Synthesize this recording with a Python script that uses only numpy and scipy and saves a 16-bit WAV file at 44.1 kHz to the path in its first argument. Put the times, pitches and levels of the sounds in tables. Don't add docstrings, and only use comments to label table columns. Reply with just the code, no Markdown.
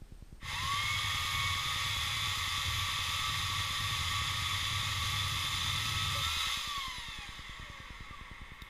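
import sys
import numpy as np
from scipy.fft import rfft, irfft, next_fast_len
from scipy.io import wavfile
from scipy.ndimage import uniform_filter1d, map_coordinates

SR = 44100
rng = np.random.default_rng(int(sys.argv[2]) if len(sys.argv) > 2 else 0)


def to_wav(s):
    ch = np.atleast_2d(s).T
    pcm = np.round(np.clip(ch, -1, 1) * 32767)
    wavfile.write(sys.argv[1], SR, pcm.astype(np.int16))


N = 383227
TIME_S = np.arange(N) / SR
ON_S, OFF_S = .39, 6.507
CURRENT_FADE_S, SLACK_S = .046, .48


def amp(db):
    return 10 ** (np.asarray(db) / 20)


def since(start_s):
    return np.maximum(TIME_S - start_s, 0)


def curves(rows):
    times, *columns = np.transpose(rows)
    return [np.interp(TIME_S, times, column) for column in columns]


def eq_curve(points, hz):
    freqs, db = np.transpose(points)
    return amp(np.interp(np.log(hz + 1), np.log(freqs), db))


def resonances(modes, hz):
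    powers = (amp(db) ** 2 / (1 + ((hz - centre) / width) ** 2) ** 2 for centre, width, db in modes)
    return np.sqrt(sum(powers))


def filtered(x, response):
    size = next_fast_len(N + SR // 2)
    return irfft(rfft(x, size) * response(np.fft.rfftfreq(size, 1 / SR)), size)[:N]


def noise(response):
    x = filtered(rng.standard_normal(N), response)
    return x / np.std(x)


def wobble(rate):
    return map_coordinates(rng.standard_normal(int(N * rate / SR) + 4), [TIME_S * rate])


def puffs(events, centre_hz, half_width_hz, attack_s, t60_s):
    envelope = sum((1 - np.exp(-since(start) / attack_s)) * amp(db - 60 * since(start) / t60_s)
                   for start, db in events)
    return noise(lambda hz: resonances([(centre_hz, half_width_hz, 0)], hz)) * envelope


# freq_hz, density_db (power per Hz)
AIR_BED = [(15, -73), (30, -70), (50, -74.5), (80, -84), (150, -88.5), (300, -93), (600, -100),
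           (1500, -105), (5000, -109), (10000, -116), (15000, -119)]


def background(whistle_db):
    air = filtered(rng.standard_normal(N) * np.sqrt(SR / 2), lambda hz: eq_curve(AIR_BED, hz))
    return air + amp(whistle_db) * noise(lambda hz: resonances([(8530, 130, 0)], hz))


def beacon_thumps(first_s, period_s, dip_db, dip_s, rebound_db, rebound_hz, t60_s):
    age = (TIME_S - first_s) % period_s
    progress = age / dip_s
    dip = -progress ** 2 * np.exp(2 * (1 - progress))
    rebound = amp(-60 * age / t60_s) * np.sin(2 * np.pi * rebound_hz * age) * (1 - np.exp(-progress))
    pulses = amp(dip_db) * dip + amp(rebound_db) * rebound
    return pulses - pulses.mean()


# start_s, level_db
FOOTFALLS = [(7.622, -43)]
# start_s, level_db
GRASS_RUSTLES = [(8.52, -67), (8.615, -63)]


def step_back():
    thud = puffs(FOOTFALLS, centre_hz=90, half_width_hz=90, attack_s=.004, t60_s=.1)
    grass = puffs(GRASS_RUSTLES, centre_hz=12000, half_width_hz=3000, attack_s=.02, t60_s=.25)
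    return thud + grass


# start_s, level_db (before gain_db)
SNAP_CUES = [(8.6198, -41.5)]
# centre_hz, half_width_hz, gain_db
SNAP_BANDS = [(3630, 240, 0), (5100, 500, -18), (6900, 400, -18), (10560, 1400, -23), (14000, 500, -17)]


def snap(gain_db, t60_s):
    envelope = sum((TIME_S >= start) * amp(db - 60 * since(start) / t60_s) for start, db in SNAP_CUES)
    return noise(lambda hz: resonances(SNAP_BANDS, hz)) * envelope * amp(gain_db)


# centre_hz, half_width_hz, gain_db
THIN_WOOD_MODES = [(143, 20, 1.5), (230, 125, -13)]


def wood_buzz(parting_s, parting_db, growth_db_per_s, t60_s):
    left_s = np.maximum(parting_s - TIME_S, 0)
    db = parting_db - growth_db_per_s * left_s - 60 * since(parting_s) / t60_s
    return noise(lambda hz: resonances(THIN_WOOD_MODES, hz)) * amp(db)


# freq_hz, gain_db
BRANCH_EQ = [(40, -40), (62, -26), (77, 0), (100, 2.5), (122, -8), (145, -7), (185, -25), (300, -31),
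             (450, -40), (900, -70)]
# start_s, length_s, level_db
BITES = [(.58, 0.087, -40.5), (0.827, .39, -43.5), (1.307, .21, -40.5), (1.82, 0.5, -43.5),
         (2.62, 0.19, -39), (3.26, 0.37, -42), (3.778, .8, -41), (4.68, .7, -40), (5.5, .68, -40)]
# start_s, pitch_hz, level_db, attack_s, t60_s
BREAK_FREE = [(6.21, 79, -34.5, 0.027, 0.85), (6.145, 555, -31, 0.035, 0.17)]


def branch(start_s, end_s, graze_db, bite_attack_s, bite_release_s, evenness):
    cutting = np.clip((TIME_S - start_s) / .02, 0, 1) * np.clip((end_s - TIME_S) / .07, 0, 1)
    force = np.full(N, amp(graze_db))
    for start, length, db in BITES:
        bite = np.minimum(since(start) / bite_attack_s, 1) * np.exp(-since(start + length) / bite_release_s)
        force = np.maximum(force, amp(db) * bite)
    thrum = noise(lambda hz: eq_curve(BRANCH_EQ, hz))
    thrum /= np.abs(uniform_filter1d(thrum ** 2, size=SR // 12)) ** (evenness / 2)
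    sound = thrum * cutting * force
    for start, hz, db, attack, t60 in BREAK_FREE:
        age = since(start)
        envelope = amp(db - 60 * age / t60) * (1 - np.exp(-age / attack))
        sound += envelope * np.sin(2 * np.pi * hz * age + wobble(hz / 8))
    return sound


# delay_s, gain_db
GARDEN_ECHOES = [(.006, -13), (.017, -15), (.041, -19), (.09, -23)]


def garden_echoes(direct):
    echoes = sum(amp(db) * np.interp(TIME_S - delay - .00014 * wobble(3), TIME_S, direct, left=0)
                 for delay, db in GARDEN_ECHOES)
    total_power = 1 + sum(amp(db) ** 2 for _, db in GARDEN_ECHOES)
    return (direct + echoes) / np.sqrt(total_power)


# time_s, turns_per_s
LOADED_SPEED = [(1.18, 563), (1.42, 554), (1.79, 570), (1.93, 562), (2.3, 575), (2.5, 582), (2.8, 575),
                (3.22, 590), (3.4, 570), (3.72, 578), (3.95, 571), (4.42, 572), (4.92, 580), (5.17, 580),
                (5.7, 592), (6.2, 590), (6.38, 637), (6.53, 663)]


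def rotor_speed(spin_up_s, friction_hz_per_s, drag_equal_hz):
    loaded, = curves(LOADED_SPEED)
    driven = loaded * (1 - np.exp(-(since(ON_S) / spin_up_s) ** .8))
    braking = friction_hz_per_s * since(OFF_S) / drag_equal_hz
    coasting = drag_equal_hz * np.tan(np.arctan(loaded[-1] / drag_equal_hz) - braking)
    return np.where(TIME_S > OFF_S, np.maximum(coasting, 0), driven)


def motor_level(speed, driven_db, coasting_db, loss_db, fade_s, working_hz=577):
    power = np.exp(-since(OFF_S) / fade_s)
    halvings = np.log2(working_hz / (speed + 1))
    return power * driven_db + (1 - power) * coasting_db - loss_db * halvings


def fade_in(turns, rise_turns):
    return 1 - np.exp(-turns / rise_turns)


# centre_hz, half_width_hz, gain_db
HOUSING_MODES = [(531.5, 66, -16), (836, 39, -15), (951, 50, -11.5), (1126, 57, 0.0), (1322, 56.5, -6),
                 (1618, 106, -12.5), (1871, 87, -2.5), (2055, 44, -1), (2155, 90, -1.2), (2503, 102, -6),
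                 (2687, 78, -4.5), (3096, 216, -6), (3405, 208, -1.7), (3596, 61, 1.9), (3913, 115, -2.5),
                 (4195, 110, -11.3), (4517, 125, -10), (4820, 84, -9.5), (5114, 270, -10),
                 (6055, 280, -13.5), (6370, 210, -17), (6745, 210, -13), (7265, 196, -15),
                 (8060, 650, -24.5), (9735, 470, -16.5), (10691, 283, -22.9), (11630, 1000, -24.5),
                 (13573, 558, -26), (15076, 301, -33)]


def housing(hz):
    return resonances(HOUSING_MODES, hz)


# freq_hz, gain_db
SCRAPE_EQ = [(450, -3), (900, 1.5), (1150, -2), (1400, -2), (2000, 0), (2700, -7), (3600, -13),
             (5000, -18.5), (15000, -20)]


def scrape(speed, turns, driven_db, coasting_db, loss_db, easing_db_per_s):
    eased_db = driven_db - easing_db_per_s * since(ON_S)
    db = motor_level(speed, eased_db, coasting_db, loss_db, CURRENT_FADE_S)
    friction = noise(lambda hz: housing(hz) * eq_curve(SCRAPE_EQ, hz))
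    return friction * amp(db) * fade_in(turns, rise_turns=10)


# freq_hz, gain_db
RUSH_EQ = [(450, -5.5), (900, -2), (1200, -1.5), (2000, -3.5), (3000, 1), (6000, 1.5), (15000, 1.5)]
GEAR_RATIO = 4 / 11


def fan_rush(speed, turns, driven_db, coasting_db, loss_db, rattle_db, throb):
    airflow = rng.standard_normal(N) * amp(rattle_db * wobble(700) + .37 * wobble(25))
    airflow *= 1 + throb * np.sin(2 * np.pi * GEAR_RATIO * turns)
    rush = filtered(airflow, lambda hz: housing(hz) * eq_curve(RUSH_EQ, hz))
    rush /= np.std(rush)
    treble = filtered(rush, lambda hz: hz > 8000)
    slack = 1 - np.exp(-since(OFF_S) / SLACK_S)
    rush = rush - treble + treble * amp(-3 * slack)
    db = motor_level(speed, driven_db, coasting_db, loss_db, SLACK_S)
    return rush * amp(db) * fade_in(turns, rise_turns=7)


# order, driven_db, coasting_db, loss_db (per halving of speed), roughness_rad
ROTOR_TONES = [(2, -46.5, -47, 11, .12), (4, -44, -46, 10, .12), (6, -45, -48.5, 3, .3),
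               (8, -53, -42.5, 21, .35), (10, -46.5, -52, 12, .4), (12, -46, -54, 12, .3),
               (14, -45, -59, 16, .3), (20, -46, -62, 21, .3), (22, -35.5, -40, 19, .35)]
SPROCKET_TONES = [(4, -52.5, -57, 7.3, .15), (6, -39.5, -69, 2, .18), (9, -54.5, -61, 27, .2),
                  (12, -49, -54, 8, .2)]
# time_s, rotor_4_gain_db, rotor_6_gain_db, teeth_gain_db
BEAMING = [(.55, -9, 2, -1), (.75, 2, 6, 6.5), (.85, 6, 5, -2), (1.1, 5.5, 1, 3), (2.05, 5.5, 1, 1),
           (2.4, -1, -2, -1.5), (3.5, 1, -3, -1), (4.3, 1, 3, 1.5), (5.6, -1, -1, -3.5), (6.5, 3, 0, 0),
           (6.9, -3, 3, 0), (7.5, -2, -6, 0), (8.25, 4, 3, 0), (8.69, -2, -3, 0)]
# time_s, gain_db
LOWERING_SWELLS = [(6.2, 0), (6.42, 11), (6.6, 0), (6.75, 11), (7.1, 7), (7.45, -2), (7.68, 16), (8.05, 0)]


def whine(speed, turns, flutter_db, shake_db):
    fourth_db, sixth_db, teeth_db = curves(BEAMING)
    second_db, = curves(LOWERING_SWELLS)
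    shafts = [(1, ROTOR_TONES, {2: second_db, 4: fourth_db, 6: sixth_db}),
              (GEAR_RATIO, SPROCKET_TONES, {6: teeth_db})]
    grid_hz = np.arange(SR // 2)
    housing_gain = housing(grid_hz)
    sound = np.zeros(N)
    for ratio, tones, rides_db in shafts:
        for order, driven_db, coasting_db, loss_db, roughness in tones:
            multiple = order * ratio
            db = motor_level(speed, driven_db, coasting_db, loss_db, CURRENT_FADE_S)
            db += rides_db.get(order, 0)
            db += flutter_db * (1 + multiple / 16) * wobble(8) + shake_db * wobble(45)
            gain = amp(db) * np.interp(multiple * speed, grid_hz, housing_gain)
            phase = 2 * np.pi * multiple * turns + roughness * wobble(110)
            sound += gain * np.sqrt(2) * np.sin(phase)
    return sound * np.minimum(since(.45) / .061, 1)


def scene():
    speed = rotor_speed(spin_up_s=.106, friction_hz_per_s=189, drag_equal_hz=584)
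    speed *= 1 + .00066 * wobble(25)
    turns = np.cumsum(speed) / SR
    mix = garden_echoes(whine(speed, turns, flutter_db=1.47, shake_db=1.6))
    mix += fan_rush(speed, turns, driven_db=-37, coasting_db=-47.5, loss_db=9, rattle_db=.95, throb=.025)
    mix += scrape(speed, turns, driven_db=-41.5, coasting_db=-49, loss_db=1.5, easing_db_per_s=.4)
    mix += branch(start_s=.422, end_s=6.3, graze_db=-46.5,
                  bite_attack_s=.03, bite_release_s=.065, evenness=.55)
    mix += wood_buzz(parting_s=6.15, parting_db=-51, growth_db_per_s=7, t60_s=.55)
    mix += snap(gain_db=2.5, t60_s=.017) + step_back()
    mix += beacon_thumps(first_s=.0192, period_s=.1024, dip_db=-36.5, dip_s=.0015,
                         rebound_db=-34.5, rebound_hz=40, t60_s=.065)
    mix += background(whistle_db=-80)
    return np.array([mix, mix])


def record(dry):
    return np.array([filtered(channel, lambda hz: hz < 15290) for channel in dry])


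dry = scene()
out = record(dry)
to_wav(out)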